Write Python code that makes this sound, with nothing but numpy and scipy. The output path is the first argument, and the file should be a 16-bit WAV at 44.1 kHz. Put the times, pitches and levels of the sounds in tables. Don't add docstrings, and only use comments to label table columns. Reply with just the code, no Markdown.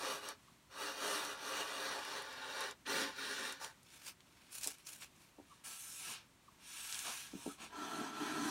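import sys
import numpy as np
from scipy import signal
from scipy.fft import rfft, irfft
from scipy.io import wavfile

SR = 44100
rng = np.random.default_rng(int(sys.argv[2]) if len(sys.argv) > 2 else 0)


def int16_out(signal):
    q = np.round(np.clip(np.atleast_2d(signal).T, -1, 1) * 32767)
    wavfile.write(sys.argv[1], SR, q.astype(np.int16))


N = 374848
TIME, FREQS = np.arange(N) / SR, np.fft.rfftfreq(N, 1 / SR)

# frequency in Hz, relative density in dB.
HISS_SPECTRUM = [(15, -40), (27, -17.5), (133, -6.5), (371, -12.5), (437, -19.5), (637, -17), (769, -18.5),
                 (834, -19.5), (905, -14), (1640, -19.5), (1870, -18.5), (9210, -26), (10300, -29),
                 (11700, -31), (15800, -34)]
# frequency in Hz, level in dB.
HUM_TONES = [(60, -84.5), (118.6, -89.5), (263.8, -88.5)]
# frequency in Hz, time to fall 60 dB (T60) in seconds.
ROOM_T60 = [(150, 0.11), (1000, 0.12), (4000, 0.068), (14000, 0.05)]
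# frequency in Hz, gain in dB.
ROOM_REFLECTION = [(200, -14), (1500, -15), (4000, -10.5), (14000, -9)]
# frequency in Hz, width in Hz, height in dB.
PORT_MODES = [(4890, 370, -3.5), (10460, 480, -2.5), (11300, 650, 2.5)]

# frequency in Hz, relative density in dB.
SWEEP_TONE = [(60, -26), (200, -3.5), (600, -15.5), (1100, -3), (2800, 2.5), (6000, -4.5), (9500, 2.5),
              (12500, -9), (15500, -12)]
CURL_TONE = [(100, -22), (300, -13), (700, -6.5), (1000, -5), (1600, 1.5), (1950, -5), (2400, 4.5),
             (3300, -1.5), (5400, 0), (7800, -3), (9300, 0), (12500, -9), (15500, -12)]
MIDDLE_TONE = [(60, -37.5), (140, -25.5), (400, 3), (750, -5), (1200, -5), (1950, -0.5), (2150, -24),
               (2400, -7.5), (4300, -16), (9500, -20), (12500, -28.5), (15500, -30.5)]
FOOT_TONE = [(60, -32), (140, -15), (260, 0.5), (720, -7), (1400, 1.2), (1900, 0), (2100, -14),
             (4000, -4.5), (9500, -11), (12500, -24.5), (15500, -24)]
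HEAD_TONE = [(60, -43), (120, -20), (250, -3), (600, -6.5), (1300, -9), (2500, -18), (5000, -25.5),
             (9500, -26.5), (12500, -35), (15500, -41)]
# frequency in Hz, width in Hz, height in dB.
SWEEP_PEAKS = [(463, 57, 4.5), (665, 76, 5), (777, 89, 4), (950, 105, 5), (1330, 22, 10.5), (1647, 150, 8),
               (2004, 570, -9.5), (2290, 680, 6), (5980, 1600, 6.5)]
MIDDLE_PEAKS = [(247, 17, -12), (297, 29, 7.5), (335.4, 35, -22), (389, 22, -6.5), (485, 48, -10),
                (536.3, 18, 8), (815, 134, -9), (834, 70, 11), (920, 97, 3.5), (1084, 40, 5),
                (1100, 19, -20.5), (1153, 97, 10), (1380, 23, -16), (1395, 30, 10.5), (1530, 20, -8),
                (1760, 34, -10), (1885, 115, -8.5), (2150, 103, 5.5), (2310, 31, 8), (2635, 26, -19),
                (2833, 53, 7), (2930, 26, 8), (2990, 260, -1.5), (3830, 480, 6.5), (4567, 470, 13),
                (4660, 370, -6.5), (5770, 610, 8), (7570, 1114, -4.5), (8400, 860, 2.5)]
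FOOT_PEAKS = [(238, 27, -2.5), (275, 11, 10), (336, 34, -9), (410, 95, 6), (536.7, 32, 10.5), (673, 28, -6),
              (877, 47, 10), (1080, 31, 7), (1116, 22, -13), (1175, 35, 6.5), (1298, 130, -7.5),
              (1372, 45, -10), (1415, 80, 9), (1960, 15, 3.5), (2120, 27, 5), (2340, 220, 11),
              (2540, 47, -7), (2780, 140, 12), (2790, 22, -23), (3130, 56, 2), (3590, 58, -7),
              (3716, 84, 8), (4870, 490, -1), (5300, 65, -2), (5700, 82, 3), (6520, 491, -6),
              (6800, 100, 6), (7800, 1147, -6.5), (10200, 437, -5)]
HEAD_PEAKS = [(292, 18, 10.5), (496, 30, -21), (555, 48, -21), (1003, 39, 9.5), (1080, 23, -10),
              (1343, 68, 12.5), (1630, 59, 6.5), (2122, 110, -9.6), (2880, 80, -15), (3220, 1000, 6.5),
              (3960, 43, 11), (4300, 120, 11.5), (4880, 118, 13), (5850, 310, 8.5), (6370, 150, 11),
              (8136, 401, 4.5)]
# frequency in Hz, relative level in dB, T60 in seconds.
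BENCH_MODES = [(168, -2.5, 0.035), (196.5, -1.5, 0.12), (283.6, 1.5, 0.17), (362.6, -7, 0.2),
               (429, -5.5, 0.094), (556, -1, 0.03), (664, -5.5, 0.059), (774, -5, 0.062), (916, 2, 0.042)]

# start in seconds, level in dB, pitch in Hz, length in seconds.
CREAKS = [(0.472, -65.5, 1136, 0.029), (5.492, -60, 1166, 0.055), (6.476, -57, 1127, 0.02),
          (7.477, -55, 1340, 0.061)]
# start in seconds, gain in dB, centre of the rung band in Hz.
KNOCKS = [(3.015, -45, 250), (3.612, -46.5, 880), (3.643, -51, 850), (4.661, -50, 600), (4.673, -50, 494),
          (5.383, -52, 434), (5.396, -52.5, 430), (7.333, -45, 282), (7.3488, -38, 158.4),
          (7.460, -39, 416), (7.472, -38, 270)]
# start in seconds, level in dB, band centre in Hz, T60 in seconds.
TICKS = [(.2882, -35.5, 7100, 0.009), (1.25, -42.5, 7260, 0.023), (2.051, -50, 10530, 0.013),
         (2.222, -48.5, 9500, 0.021), (2.328, -53, 9500, 0.017), (2.607, -38, 7000, .015),
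         (2.711, -41, 5830, 0.011), (2.8635, -42, 1700, .04), (3.5235, -42, 6600, 0.028),
         (3.646, -35, 4470, 0.008), (3.831, -59, 9600, 0.022), (4.2055, -56, 3500, 0.016),
         (4.6739, -23, 10500, 0.0046), (4.7842, -55, 7000, 0.014), (5.021, -48, 2240, 0.068),
         (5.648, -66, 5000, .08), (6.926, -33, 4000, .008), (6.945, -34.5, 3500, 0.0092),
         (6.991, -34, 6000, 0.012)]
# start in seconds, level in dB, T60 in seconds.
CRUMPLES = [(4.538, -50, .05), (4.611, -46, 0.044), (4.632, -39.5, 0.2), (4.675, -52, 0.093),
            (4.869, -46, 0.078), (4.928, -51, 0.076)]
# start, rise, hold and fall in seconds, rustle in dB, treble fizz in dB over the rustle.
RUSTLES = [(3.82, 0.15, 0.01, 0.07, -62.5, -1), (4.015, 0.071, 0.016, 0.017, -53.5, 2),
           (4.204, 0.3, 0.02, 0.041, -68.5, -6), (4.5, 0.052, 0.02, 0.053, -57.5, 7.5),
           (4.602, 0.028, 0.097, 0.022, -55, 4), (4.73, 0.03, 0.076, 0.04, -69, -2),
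           (4.845, 0.017, 0.069, 0.065, -61.5, 6), (4.991, 0.03, 0.004, 0.033, -55, 1),
           (5.14, 0.076, 0.03, 0.06, -71.5, 2)]
# start, rise, hold and fall in seconds,
# bite (the middle band) in dB, then treble fizz, hollow body and low judder in dB over the bite.
SWEEPS = [(0.465, 0.012, 0.0074, 0.019, -75, -16, -10, -15), (5.44, 0.089, 0.01, 0.077, -70, -3, -9, -12),
          (5.636, 0.018, 0.081, 0.056, -55, 4.5, -10.5, -20),
          (5.73, 0.1, 0.293, 0.037, -59.5, 9.5, -15, -19),
          (5.969, 0.16, 0.006, 0.056, -50, -9.5, -15.5, -25), (6.06, 0.021, 0.04, 0.04, -59, -6, -4, -5),
          (6.574, 0.39, 0.19, 0.135, -50.5, 2, -16, -26), (7.035, 0.032, 0.03, 0.042, -48, -7, -3, -17),
          (7.294, 0.18, 0.039, 0.046, -59, 2.5, -6, -12), (7.572, 0.065, 0.004, 0.039, -53, -7, -4.5, -7)]
PUSHES = [(-0.056, 0.145, 0.032, 0.072, -44, -4.5, -3.5, -8),
          (0.189, 0.086, 0.024, 0.033, -49, -6.5, -5, -11.5),
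          (2.851, 0.067, 0.099, 0.078, -39.5, -8, -8, -9.5),
          (3.132, 0.11, 0.235, 0.074, -44, -9, -11, -13.5),
          (3.59, 0.045, 0.004, 0.054, -50.5, -1.5, -3, -25), (7.686, 0.18, 0.17, 0.12, -49, -8.5, -2, -2),
          (7.92, 0.069, 0.01, 0.12, -53.5, -7, -6, 9), (8.092, 0.18, 0.32, 0.05, -45.5, -8.5, -5, 1),
          (8.39, 0.067, 0.05, 0.05, -51.5, 0, -8, 8)]
# time in seconds, bite in dB.
LONG_PUSH = [(0.69, -79), (0.712, -60), (0.821, -45.5), (0.881, -46), (0.949, -50.5), (1.058, -41.5),
             (1.152, -41.5), (1.33, -48.5), (1.366, -54.5), (1.47, -45.5), (1.607, -42.5), (1.65, -47),
             (1.92, -44), (2.03, -48), (2.18, -45.5), (2.235, -51.5), (2.422, -51), (2.633, -43),
             (2.714, -50), (2.764, -80)]
# fizz, hollow body, judder in dB over the bite.
LONG_PUSH_COLOUR = [(-4, -5.5, -9), (-11, -4.5, -16)]


def amp(db):
    return 10 ** (np.asarray(db) / 20)


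def unit(x):
    return x / np.sqrt(np.mean(x ** 2) + 1e-20)


def curve_at(points, hz):
    f, value = np.transpose(points)
    return np.interp(np.log(hz + 1), np.log(f + 1), value)


def add(mix, start_s, sound):
    part = mix[round(start_s * SR):][:len(sound)]
    part += sound[:len(part)]


def below(hz, order=8):
    return 1 / (1 + (FREQS / hz) ** order)


def response(tone, peaks=()):
    peaks_db = sum(height / (1 + (2 * (FREQS - hz) / width) ** 2) for hz, width, height in peaks)
    cepstrum = irfft(np.log(amp(curve_at(tone, FREQS) + peaks_db)), N)
    cepstrum[1:N // 2] *= 2
    cepstrum[N // 2 + 1:] = 0
    return np.exp(rfft(cepstrum))


def wander(hz):
    return unit(irfft(rfft(rng.standard_normal(N)) * below(hz, order=4), N))


def fibres(per_s, spread_db, smooth, clump_db, clump_hz):
    size = amp(spread_db * np.minimum(rng.exponential(1, N), 5))
    clicks = size * rng.choice([-1, 1], N) * (rng.random(N) < per_s / SR)
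    return unit(unit(clicks) + smooth * rng.standard_normal(N)) * amp(clump_db * wander(clump_hz))


def along_grain(x, patch_db, patch_hz, patch_s):
    spectra = signal.stft(x, SR, nperseg=512, noverlap=384)[2]
    per_hz = np.fft.fftfreq(spectra.shape[0], SR / 512)[:, None]
    per_s = np.fft.fftfreq(spectra.shape[1], 128 / SR)
    smoothing = np.exp(-(per_hz * patch_hz) ** 2 - (per_s * patch_s) ** 2)
    patches = unit(np.fft.ifft2(np.fft.fft2(rng.standard_normal(spectra.shape)) * smoothing).real)
    depth = np.linspace(0, 1, len(spectra))[:, None] ** .5
    return signal.istft(spectra * amp(patch_db * depth * patches), SR, nperseg=512, noverlap=384)[1][:N]


def band_gains(effort, db, colour_db):
    growth = [1, 1.34, 1, 1.3]
    return np.array([amp(db + over) * effort ** power for over, power in zip([0, *colour_db], growth)])


def movements(rows, release_shape=1.43):
    power = np.zeros((len(rows[0]) - 4, N))
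    for start, rise, hold, fall, db, *colour_db in rows:
        during = (TIME > start) & (TIME < start + rise + hold + 5 * fall)
        t = TIME[during] - start
        attack = np.sin(np.pi / 2 * np.minimum(t / rise, 1))
        release = np.exp(-(np.maximum(t - rise - hold, 0) / fall) ** release_shape)
        power[:, during] += band_gains(attack * release, db, colour_db) ** 2
    return np.sqrt(power)


def rub(gains, drive, body, trim_db):
    low, middle, high = below(450), below(1150), below(5500)
    bands = [high - middle, 1 - high, middle - low, low]
    spectrum = rfft(drive) * body
    return amp(trim_db) * sum(gain * unit(irfft(spectrum * band, N)) for gain, band in zip(gains, bands))


def background(hiss_db=-67.5, drift_db=0.97, hum_waver_db=2.5):
    hiss = unit(irfft(rfft(rng.standard_normal(N)) * amp(curve_at(HISS_SPECTRUM, FREQS)), N))
    hiss *= amp(hiss_db + drift_db * wander(4.4))
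    hum = np.zeros(N)
    for hz, db in HUM_TONES:
        peak = np.sqrt(2) * amp(db + hum_waver_db * wander(2.3))
        hum += peak * np.sin(2 * np.pi * (hz * TIME + rng.random()))
    return hiss + hum


def room(x, gap_s=.004, echoes_per_s=3000):
    t = TIME[:SR // 3]
    echoes = rng.choice([-1, 1], len(t)) * (rng.random(len(t)) < echoes_per_s / SR) * (t > gap_s)
    hz, delay_s, spectra = signal.stft(echoes, SR, nperseg=256)
    decay = amp(-60 * delay_s / curve_at(ROOM_T60, hz)[:, None])
    tail = signal.istft(spectra * decay, SR, nperseg=256)[1]
    reflected = irfft(rfft(x) * amp(curve_at(ROOM_REFLECTION, FREQS)), N)
    return x + signal.fftconvolve(reflected, tail / np.linalg.norm(tail))[:N]


def creaks(waver=0.061):
    out, unsteady = np.zeros(N), wander(160)
    for start, db, hz, length in CREAKS:
        pitch = hz * (1 + waver * unsteady[round(start * SR):][:round(length * SR)])
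        note = np.sqrt(2) * np.sin(2 * np.pi * np.cumsum(pitch) / SR)
        add(out, start, amp(db) * np.hanning(len(note)) * note)
    return out


def knocks(rise_s=0.00061, octaves=0.84):
    out, t = np.zeros(N), TIME[:SR // 3]
    hz, level, t60 = np.transpose(BENCH_MODES)[:, :, None]
    sign = (-1) ** np.arange(len(hz))[:, None]
    modes = sign * amp(level - 60 * t / t60) * np.sin(2 * np.pi * hz * t)
    for start, db, centre in KNOCKS:
        share = np.exp(-.5 * (np.log2(hz / centre) / octaves) ** 2)
        add(out, start, amp(db) * (share * modes).sum(0) * (1 - np.exp(-t / rise_s)))
    return out


def ticks(octaves=0.98, lead_samples=32):
    out, t = np.zeros(N), TIME[:2048]
    hz = np.fft.rfftfreq(len(t), 1 / SR)
    for start, db, centre, t60 in TICKS:
        burst = rng.choice([-1, 1], len(t)) * amp(db - 60 * t / t60)
        band = np.exp(-.5 * (np.log2((hz + 1) / centre) / octaves) ** 2)
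        colour = unit(band / (1 + (hz / 12500) ** 8))
        add(out, start - lead_samples / SR, irfft(rfft(np.roll(burst, lead_samples)) * colour))
    return out


def curl(flex_db=-14):
    body, gains = response(CURL_TONE), movements(RUSTLES)
    brushing = fibres(per_s=2200, spread_db=0.5, smooth=0.55, clump_db=2.5, clump_hz=70)
    drive = along_grain(brushing, patch_db=3.5, patch_hz=700, patch_s=0.06)
    rustle = rub(gains, drive, body, trim_db=-0.86)
    flex = amp(flex_db) * gains[0] * unit(irfft(rfft(brushing) * body * below(1070), N))
    crush = np.zeros(N)
    for start, db, t60 in CRUMPLES:
        add(crush, start, amp(db - 60 * TIME[:SR // 4] / t60))
    crackle = fibres(per_s=2300, spread_db=3.0, smooth=0.35, clump_db=0.5, clump_hz=150)
    crisp = 1 - 0.72 * below(4000) - .5 * (1 - below(10000))
    return rustle + flex + crush * unit(irfft(rfft(crackle) * body * crisp, N))


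def hand():
    drive = fibres(per_s=4000, spread_db=1.5, smooth=1, clump_db=0.55, clump_hz=50.3)
    drive = along_grain(drive, patch_db=4, patch_hz=406, patch_s=0.14)
    return rub(movements(SWEEPS), drive, response(SWEEP_TONE, SWEEP_PEAKS), trim_db=-0.93)


def long_push(usual_bite_db=-45):
    times, bite_db = np.transpose(LONG_PUSH)
    start, end = times[0], times[-1]
    effort = amp(np.interp(TIME, times, bite_db - usual_bite_db)) * (TIME > start) * (TIME < end)
    colour_db = [np.interp(TIME, [start, end], ends) for ends in np.transpose(LONG_PUSH_COLOUR)]
    return band_gains(effort, usual_bite_db, colour_db)


def plane(foot_from_s=1.8, foot_by_s=2.36, head_from_s=6):
    tearing = fibres(per_s=7000, spread_db=1.7, smooth=0.79, clump_db=0.5, clump_hz=80)
    tearing = along_grain(tearing, patch_db=3.5, patch_hz=393, patch_s=0.082)
    gains = movements(PUSHES) + long_push()
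    middle = rub(gains, tearing, response(MIDDLE_TONE, MIDDLE_PEAKS), trim_db=-1.3)
    foot = rub(gains, tearing, response(FOOT_TONE, FOOT_PEAKS), trim_db=-0.93)
    head = rub(gains, tearing, response(HEAD_TONE, HEAD_PEAKS), trim_db=-1.27)
    travel = np.interp(TIME, [foot_from_s, foot_by_s], [0, 1])
    return np.where(TIME > head_from_s, head, (1 - travel) * middle + travel * foot)


def scene():
    mono = room(plane() + hand() + curl() + ticks() + knocks() + creaks()) + background()
    return np.array([mono, mono])


def record(dry, cutoff_hz=15850):
    heard = irfft(rfft(dry) * response([(0, 0)], PORT_MODES), N)
    low_pass = signal.firwin(511, cutoff_hz, window=("kaiser", 9), fs=SR)
    return signal.oaconvolve(heard, low_pass[None], "same")


dry = scene()
out = record(dry)
int16_out(out)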